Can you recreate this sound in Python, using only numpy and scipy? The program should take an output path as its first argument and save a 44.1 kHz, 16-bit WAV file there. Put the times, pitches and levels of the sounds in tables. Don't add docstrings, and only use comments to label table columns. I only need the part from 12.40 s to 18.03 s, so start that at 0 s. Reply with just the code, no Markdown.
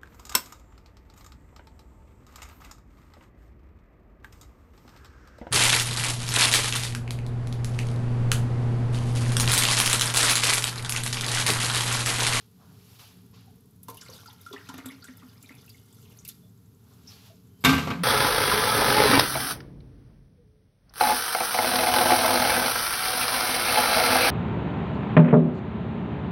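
import sys
import numpy as np
from scipy import signal
from scipy.fft import rfft, irfft
from scipy.io import wavfile

SR = 44100
rng = np.random.default_rng(int(sys.argv[2]) if len(sys.argv) > 2 else 0)


def persist_wave(psi):
    counts = np.round(np.clip(psi, -1, 1) * 32767).astype(np.int16)
    wavfile.write(sys.argv[1], SR, np.atleast_2d(counts).T)


N = 248415
T = np.arange(N) / SR


def amp(db):
    return 10 ** (np.asarray(db) / 20)


def rms_one(x):
    return x / np.sqrt(np.mean(x ** 2) + 1e-20)


def white():
    return rng.standard_normal(N)


def in_time(rows):
    s, *columns = np.transpose(rows)
    return [np.interp(T, s, c, left=-200, right=-200) for c in columns]


def at_hz(points, hz):
    table_hz, values = np.transpose(points)
    return np.interp(np.log(hz + 1), np.log(table_hz), values)


def coloured(x, spectrum):
    gain = amp(at_hz(spectrum, np.fft.rfftfreq(N, 1 / SR)))
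    return rms_one(irfft(rfft(x) * gain, N))


def band(x, low_hz, high_hz):
    edges_hz = [low_hz, min(high_hz, .45 * SR)]
    return signal.sosfilt(signal.butter(2, edges_hz, "band", fs=SR, output="sos"), x)


def lifted(x, peaks):
    out = x
    for hz, width_hz, lift_db in peaks:
        out = out + (amp(lift_db) - 1) * band(x, hz - width_hz / 2, hz + width_hz / 2)
    return out


def drift(rate_hz):
    r = np.exp(-2 * np.pi * rate_hz / SR)
    wander = signal.lfilter([1], [1, -2 * r, r * r], rng.standard_normal(N + SR))
    return rms_one(wander[SR:])


def clicks(times, db):
    out = np.zeros(N)
    np.add.at(out, (np.asarray(times) * SR).astype(int), amp(db))
    return out


def ring(x, hz, t60):
    r, w = amp(-60 / (t60 * SR)), 2 * np.pi * hz / SR
    return signal.lfilter([0, np.sin(w)], [1, -2 * r * np.cos(w), r * r], x + 1e-18)


ONSET_S = 0.00087


def dying(x, t60):
    lag = np.exp(-1 / (ONSET_S * SR))
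    envelope = signal.lfilter([1], [1, -amp(-60 / (t60 * SR))], x + 1e-18)
    return signal.lfilter([1 - lag], [1, -lag], envelope)


def blip(length, hz, t60, rough, attack_s):
    t = np.arange(length) / SR
    tone = np.sin(2 * np.pi * hz * (t + 1.5 * t * t))
    noise = band(rng.standard_normal(length), hz * 0.919, hz * 1.059)
    noise = rms_one(band(noise, hz * 0.73, hz * 1.33))
    attack = np.sin(np.pi / 2 * np.minimum(t / attack_s, 1)) ** 2
    return ((1 - rough) * tone + rough * noise) * amp(-60 * t / t60) * attack


# frequency in Hz, relative level in dB per Hz.
RUMBLE_SPECTRUM = [(15, -71), (25, -39.5), (91, -0.5), (179, -4), (241, -6), (261, -5.5), (413, -27.5),
                   (1150, -31.5), (3120, -43.5), (3470, -36.5), (3870, -38), (7390, -41.5), (9680, -63),
                   (11100, -33.5), (15700, -47)]
# frequency in Hz, width in Hz, lift in dB.
STANDING_WAVES = [(110.3, 35.3, 5.5), (180.85, 8.6, 9), (427, 83.6, 15), (1400, 160, 4.5)]
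ROOM_TONE_DB = -54


def room_tone():
    noise = rms_one(lifted(coloured(white(), RUMBLE_SPECTRUM), STANDING_WAVES))
    return amp(ROOM_TONE_DB) * amp(1.2 * drift(4)) * noise


def kitchen(x, t60, dull_t60):
    t = np.arange(SR // 2) / SR
    low, high = rng.standard_normal((2, len(t)))
    tail = band(low, 83, 2400) * amp(-60 * t / t60)
    tail = tail + band(high, 2000, 23000) * amp(-60 * t / dull_t60)
    tail = tail * (t > .004) / np.sqrt(np.sum(tail ** 2))
    return signal.fftconvolve(x, tail)[:N]


def patchy(x, edges_hz, patchy_db):
    out = np.zeros(N)
    for k, (low_hz, high_hz) in enumerate(zip(edges_hz[:-1], edges_hz[1:])):
        out += (-1) ** k * amp(patchy_db * drift(28.0)) * band(x, low_hz, high_hz)
    return rms_one(out)


# frequency in Hz, relative level in dB per Hz.
HISS_SPECTRUM = [(1060, -12), (1600, -3), (2020, -3.5), (2340, -1.5), (3510, 1.5), (4010, 1), (5500, -1.5),
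                 (6420, -5.5), (7500, -5), (9750, -39), (16500, -120)]
# loudest moment in seconds, rise in seconds, fall in seconds,
# hiss level in dB, dull level in dB, airy level in dB.
SCUFF_MOVES = [(0.01, 0.03, 0.1, -61.5, -67.5, -72), (0.215, 0.034, 0.27, -71, -61.5, -88),
               (0.56, 0.51, 0.12, -61, -68.5, -60), (0.596, 0.016, 0.25, -52.5, -58.5, -54.5),
               (0.945, 0.026, 0.26, -60, -66, -77), (3.95, 0.05, 0.19, -74, -83, -63),
               (4.52, 0.2, 0.46, -70, -67.5, -68), (4.711, 0.1, 0.28, -55.5, -63, -59),
               (4.87, 0.18, 0.11, -58.5, -65, -62), (5.225, 0.05, 0.04, -66, -66, -73)]
SCUFF_RANGE_DB = 20
# hiss level in dB, dull level in dB, airy level in dB.
RESTING_RUSTLE_DB = (-84, -83, -72.5)


def scuffs():
    hiss = patchy(coloured(white(), HISS_SPECTRUM), [1500, 2600, 3600, 5000, 7500], 1.0)
    dull = patchy(white(), [520, 800, 1150, 1600], 1.5)
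    airy = rms_one(lifted(band(white(), 3200, 17800), [(11720, 2800, 5.7)]))
    power = np.ones(N) * amp(RESTING_RUSTLE_DB)[:, None] ** 2
    for s, rise, fall, *levels_db in SCUFF_MOVES:
        shape_db = -SCUFF_RANGE_DB * np.maximum((s - T) / rise, (T - s) / fall)
        shape = amp(np.maximum(shape_db, -200))
        power = power + shape ** 2 * amp(levels_db)[:, None] ** 2
    return np.sum(np.sqrt(power) * [hiss, dull, airy], axis=0)


# start in seconds, level in dB, starting pitch in Hz.
SMALL_TAPS = [(0.197, -56.5, 743), (0.591, -60, 4200), (0.935, -59, 1080), (1.068, -53, 745),
              (4.029, -59, 640), (4.673, -42.5, 5450), (4.688, -48, 5440), (4.718, -49, 4300),
              (4.899, -51, 631), (5.206, -53, 12200), (5.211, -58, 4800), (5.219, -62, 8100)]


def taps():
    out = np.zeros(N)
    for s, level_db, hz in SMALL_TAPS:
        out[int(s * SR):][:6000] += amp(level_db) * blip(6000, hz, 0.18, 0.59, 0.00037)
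    return out


# start in seconds, end in seconds, pitch in Hz, level in dB at the peak.
HINGE_SQUEAKS = [(4.004, 4.104, 3476, -74.5), (5.074, 5.257, 3090, -77)]


def squeaks():
    out = np.zeros(N)
    for start, end, hz, level_db in HINGE_SQUEAKS:
        swell = np.sin(np.pi * np.clip((T - start) / (end - start), 0, 1))
        out += amp(level_db) * swell * rms_one(ring(white(), hz, 0.11))
    return out


# first tick in seconds, end in seconds, base gap in seconds,
# slowing in seconds per tick squared, lowest Hz, highest Hz.
TICK_RUNS = [(0.007, 0.135, 0.0528, 0, 8500, 14500), (0.6754, 1.385, 0.0462, 0.00019, 9000, 13500),
             (3.3293, 3.48, 0.0425, 0, 6600, 9000), (4.094, 5.22, 0.0784, 0.00193, 6600, 7800)]
TICK_RUN_DB = (-62, -60.5, -63, -64)
TICK_T60_S = 0.031


def ticks():
    out, k = np.zeros(N), np.arange(30)
    for (first, end, gap, slowing, low_hz, high_hz), level_db in zip(TICK_RUNS, TICK_RUN_DB):
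        s = first + gap * k + slowing * k ** 2
        bursts = dying(clicks(s[s < end], level_db), TICK_T60_S)
        out += bursts * rms_one(band(white(), low_hz, high_hz))
    return out


HUM_START_S, HUM_SWELL_S, HUM_DB = 5.55, 0.07, -28.5
HUM_HZ, HUM_RISE_HZ_PER_S = 162.3, 210


def hum():
    since = np.maximum(T - HUM_START_S, 0)
    swell = np.minimum(since / HUM_SWELL_S, 1)
    turns = since * (HUM_HZ + HUM_RISE_HZ_PER_S * since / 2)
    return np.sqrt(2) * amp(HUM_DB) * swell * np.sin(2 * np.pi * turns)


def tilt(bright_db, hz):
    return bright_db * np.log2(hz / 1000) / 2


# frequency in Hz, relative level in dB, t60 in seconds before a 0.2 s cap.
STEEL_MODES = [(701, -3, 0.094), (873, -12, 0.2), (1016, -5, 0.11), (1153, 4.5, 0.075), (1220, -6, 0.39),
               (1390, -9, 0.092), (1570, -2.5, 0.25), (2070, -0.5, 0.083), (2223, -1.5, 0.3),
               (2360, -6, 0.14), (2723, -6, 0.15), (2825, -2, 0.07), (3110, -20, 0.13), (3620, -4.5, 0.083),
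               (3670, -8, 0.14), (4380, -12, 0.43), (4800, -15, 0.15), (5090, -15, 0.13)]


def steel(s, blow_db, bright_db, knock_db):
    out = np.zeros(N)
    crowd_hz = 800 * 2 ** rng.uniform(0, 2.8, size=60)
    crowd = [(hz, -12.0 - 3.5 * np.log2(hz / 1000), .1) for hz in crowd_hz]
    for hz, level_db, t60 in STEEL_MODES + crowd:
        mode_db = tilt(bright_db, hz) + level_db
        chatter = dying(clicks(s, blow_db + mode_db - 54.5), 0.34)
        knock = dying(clicks(s, knock_db + mode_db - 49.0), 0.013)
        out += ring((chatter + knock) * white(), hz, min(t60, .2))
    return out


# frequency in Hz, relative level in dB, t60 in seconds.
STOVE_MODES = [(84.3, -14, 0.55), (108, -13, 0.33), (128, -4.5, 0.15), (154.5, -14.5, 1.6),
               (186, -8.5, 0.5), (228, -6, 0.2), (268, 3, 0.18), (434.5, -14.5, 0.28)]


def stove(s, blow_db, knock_db):
    out = np.zeros(N)
    for hz, level_db, t60 in STOVE_MODES:
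        chatter = dying(clicks(s, blow_db + level_db - 50.0), 0.46) * white()
        thud = signal.lfilter(np.hanning(60) / 30, [1], clicks(s, knock_db + level_db - 23.5))
        out += ring(chatter + thud, hz, t60)
    return out


# frequency in Hz, relative level in dB per Hz.
RATTLE_SPECTRUM = [(180, -28), (300, -8), (326, -15.5), (425, -5.5), (622, -14), (1190, -2.5), (1820, -10),
                   (2190, -5.5), (2340, -6.5), (3600, -11.5), (4040, -11.5), (4930, -16), (7600, -21.5),
                   (9800, -29), (11700, -20), (15700, -34.5)]
# frequency in Hz, t60 in seconds.
RATTLE_DECAY = [(300, 0.9), (1500, 0.69), (5000, 0.65), (15000, 0.56)]


def rattle(s, blow_db, bright_db, knock_db):
    out = np.zeros(N)
    noise = coloured(white(), RATTLE_SPECTRUM)
    for k, low_hz in enumerate(300 * 2. ** np.arange(0, 6.3, .7)):
        tilt_db = tilt(bright_db, low_hz)
        shake = dying(clicks(s, blow_db + tilt_db - 32.0), at_hz(RATTLE_DECAY, low_hz))
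        shake = shake + dying(clicks(s, knock_db + tilt_db - 24.0), 0.076)
        out += (-1) ** k * band(shake * amp(1.2 * drift(60)) * noise, low_hz, low_hz * 2 ** .7)
    return out


# start in seconds, relative blow level in dB, brightness in dB,
# relative short knock level in dB.
KETTLE_BLOWS = [(5.239, -5, 2.5, -7.5), (5.247, -5.5, 5.5, 2), (5.252, -9, -7.5, -10),
                (5.291, -20, 0.5, -4), (5.326, -13, -3, -4.5), (5.379, -27, -3.5, -6.5),
                (5.471, -28.5, -8.5, -8.5), (5.502, -19, -9.5, -6.5), (5.511, -34, -13, -11.5)]


def clunk():
    s, blow_db, bright_db, knock_db = np.transpose(KETTLE_BLOWS)
    out = steel(s, blow_db, bright_db, knock_db) + stove(s, blow_db, knock_db)
    return out + rattle(s, blow_db, bright_db, knock_db) + hum()


def grains(per_s, low_hz, high_hz, cycles):
    sizes_db = 3.9 * np.minimum(rng.exponential(1, N), 4)
    born = (rng.random(N) < per_s / SR) * amp(sizes_db)
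    dealt = rng.integers(0, 10, N)
    out = np.zeros(N)
    for k, hz in enumerate(np.geomspace(low_hz, high_hz, 10)):
        swelling = ring(born * (dealt == k), hz, cycles / hz)
        out += rms_one(ring(swelling, hz, 2.3 / hz))
    return rms_one(out)


# time in seconds, fine spray in dB, bubbling in dB (both before kind and flicker).
STREAM_LEVELS = [(1.4, -84, -103), (1.49, -66, -71), (1.54, -63, -73), (1.63, -64, -64), (1.74, -56, -65),
                 (1.9, -65, -72.5), (2.1, -60.5, -73.5), (2.28, -66, -62.5), (2.55, -69.5, -66),
                 (2.8, -66, -73), (3.14, -67, -73.5), (3.25, -62.5, -78), (3.5, -65.5, -79.5),
                 (3.78, -64, -76), (3.9, -102, -69.5), (4.0, -86, -100)]
# lowest Hz, highest Hz, grains per second, t60 in cycles,
# plain noise against grains, share of bubbling 0-1, level in dB relative to the stream.
DROPLET_KINDS = [(6500, 17300, 970, 23, 0.7, 0.13, -4), (2940, 6200, 1000, 57, 0.58, 0.48, 1),
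                 (1057, 2580, 760, 59, 0.15, 1, 0), (460, 1280, 250, 6.7, 0.58, 0.56, -5),
                 (895, 5250, 90, 60, 0.05, 0.61, -3.5)]


def stream():
    out = np.zeros(N)
    spray_db, bubbling_db = in_time(STREAM_LEVELS)
    for low_hz, high_hz, per_s, cycles, noise, share, kind_db in DROPLET_KINDS:
        level_db = kind_db + spray_db + share * (bubbling_db - spray_db)
        wet = grains(per_s, low_hz, high_hz, cycles) + noise * rms_one(band(white(), low_hz, high_hz))
        out += amp(level_db) * amp(2.5 * drift(16)) * wet
    return out


# start in seconds, relative level of the high spray in dB,
# relative level of the middle slap in dB.
SINGLE_SPLASHES = [(1.4305, -43.5, -63.5), (1.4828, -43, -46), (1.4978, -40.5, -52), (1.543, -49, -55),
                   (1.57, -46, -56), (1.611, -58, -46), (1.6996, -52, -64), (1.7361, -52.5, -65),
                   (1.8585, -55.5, -51.5), (1.9286, -52.5, -72), (2.0124, -50.5, -78), (2.062, -62, -52.5),
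                   (2.1288, -51, -46), (2.288, -56.5, -41.5), (2.3386, -50, -59), (2.3785, -51, -48),
                   (2.4575, -40.5, -49), (2.516, -58.5, -56), (2.641, -52, -50.5), (2.7702, -50.5, -75),
                   (3.026, -49.5, -57), (3.0885, -58, -59), (3.15, -55.5, -63), (3.261, -54, -66),
                   (3.292, -49, -55), (3.526, -60, -69), (3.5455, -57.5, -75), (3.7709, -54, -80),
                   (3.8491, -41.5, -47.5), (3.877, -39, -58), (3.8868, -35.5, -41)]


def splashes():
    s, spray_db, slap_db = np.transpose(SINGLE_SPLASHES)
    top = clicks(s, spray_db)
    spray = (dying(top, 0.03) + 0.14 * dying(top, 0.036)) * rms_one(band(white(), 9100, 15600))
    return spray + dying(clicks(s, slap_db), 0.074) * rms_one(band(white(), 2870, 7700))


# start in seconds, level in dB before the cup wall, starting pitch in Hz.
CLEAR_BUBBLES = [(1.484, -29, 1026), (1.49, -34, 454), (1.573, -46, 2980), (1.609, -41, 5400),
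                 (1.613, -42.5, 7260), (1.618, -45, 1540), (1.683, -47, 4200), (1.692, -33.5, 482),
                 (1.697, -43.5, 6200), (1.698, -42.5, 1090), (1.732, -43.5, 4630), (1.755, -50, 3450),
                 (1.784, -49, 1420), (1.858, -44.5, 1400), (1.877, -44, 4700), (1.883, -39, 943),
                 (1.899, -44.5, 3430), (2.063, -37, 1346), (2.112, -34, 410), (2.127, -37.5, 3610),
                 (2.133, -31.5, 1050), (2.136, -32, 388), (2.161, -34.5, 1910), (2.209, -43, 1450),
                 (2.288, -36, 1375), (2.297, -34.5, 975), (2.341, -38, 1220), (2.38, -41, 1250),
                 (2.401, -43, 2150), (2.445, -39.5, 1440), (2.458, -40.5, 8040), (2.457, -44, 3700),
                 (2.487, -43, 3580), (2.487, -46, 1200), (2.5, -40.5, 2100), (2.558, -54, 2500),
                 (2.622, -43.5, 4460), (2.624, -47, 1400), (2.641, -39, 1525), (2.642, -45, 7960),
                 (2.682, -44, 1830), (2.818, -45, 1220), (2.891, -53.5, 4830), (3.026, -51.5, 7640),
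                 (3.04, -49, 2390), (3.059, -49.5, 4030), (3.091, -42.5, 2020), (3.108, -49, 855),
                 (3.12, -48, 2500), (3.159, -49.5, 2430), (3.278, -50.5, 2630), (3.299, -48, 4800),
                 (3.341, -52.5, 2130), (3.527, -53, 8160), (3.655, -55, 2790), (3.715, -50.5, 2700),
                 (3.788, -44.5, 6450), (3.852, -43.5, 2690), (3.896, -47.5, 3700)]
BUBBLE_T60_S, BUBBLE_CYCLES = 0.048, 10.7
BROOD_DB = -10.5


def bubbles():
    out, chance = np.zeros(N), rng.random((len(CLEAR_BUBBLES), 5, 3))
    for (s, level_db, hz), brood in zip(CLEAR_BUBBLES, chance):
        rough = np.clip(.62 + .12 * np.log2(hz / 1000), .4, .9)
        t60 = BUBBLE_T60_S + BUBBLE_CYCLES / hz
        out[int(s * SR):][:8000] += amp(level_db) * blip(8000, hz, t60, rough, 0.38 / hz + 0.00017)
        for late, pitch, size in brood:
            start = int((s + .006 + .05 * late) * SR)
            brood_hz = hz * 2 ** (1.1 * (pitch - .4))
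            brood_db = level_db + BROOD_DB - 3.9 * size
            follower = blip(4000, brood_hz, 0.031, rough, 2.0 / brood_hz + 0.00067)
            out[start:][:4000] += amp(brood_db) * follower
    return out


# start in seconds, level in dB before flicker and cup wall, pitch in Hz, held in seconds.
CUP_GULPS = [(1.484, -44, 271, 0.0076), (2.135, -43, 275, 0.018), (2.29, -39.5, 269, 0.011),
             (2.34, -39.5, 267, 0.022), (2.383, -35.5, 274, 0.017), (2.457, -37.5, 259.4, 0.027),
             (2.515, -45.5, 275, 0.042), (2.685, -44, 253, 0.027), (2.83, -49, 250.5, 0.028),
             (3.033, -53, 268, 0.012), (3.105, -44.5, 274, 0.0061)]
GULP_RISE_S, GULP_T60_S, SLAP_DB = 0.002, 0.091, -6


def gulps():
    s, level_db, _, _ = np.transpose(CUP_GULPS)
    out = dying(clicks(s, level_db + SLAP_DB), 0.071) * rms_one(band(white(), 180, 2100))
    uneven = amp(1.5 * drift(30))
    for start, level_db, hz, held in CUP_GULPS:
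        t = np.maximum(T - start, 0)
        fade = amp(-60 * np.clip(t - held, 0, 1) / GULP_T60_S)
        shape = np.minimum(t / GULP_RISE_S, 1) * fade
        out += amp(level_db) * shape * uneven * np.sin(2 * np.pi * hz * t)
    return out


# frequency in Hz, width in Hz, lift in dB.
CUP_RESONANCES = [(1403, 180, 3), (2150, 120, 5), (2770, 120, 3.5), (3580, 360, 2.5), (4830, 300, 2.5),
                  (11580, 2240, 6)]


def water():
    return lifted(stream() + splashes() + bubbles() + gulps(), CUP_RESONANCES)


def scene():
    pour, blow = water(), clunk()
    near = pour + blow + scuffs() + taps() + squeaks() + ticks()
    bass_cut = signal.butter(5, 70, "high", fs=SR, output="sos")
    near = signal.sosfilt(bass_cut, near)
    echo = amp(-8.0) * kitchen(pour + 0.4 * blow, 0.31, 0.14)
    return (near + echo + room_tone())[None]


CUTOFF_HZ = 16100


def record(dry):
    return signal.sosfilt(signal.cheby2(16, 60, CUTOFF_HZ, fs=SR, output="sos"), dry)


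dry = scene()
out = record(dry)
persist_wave(out)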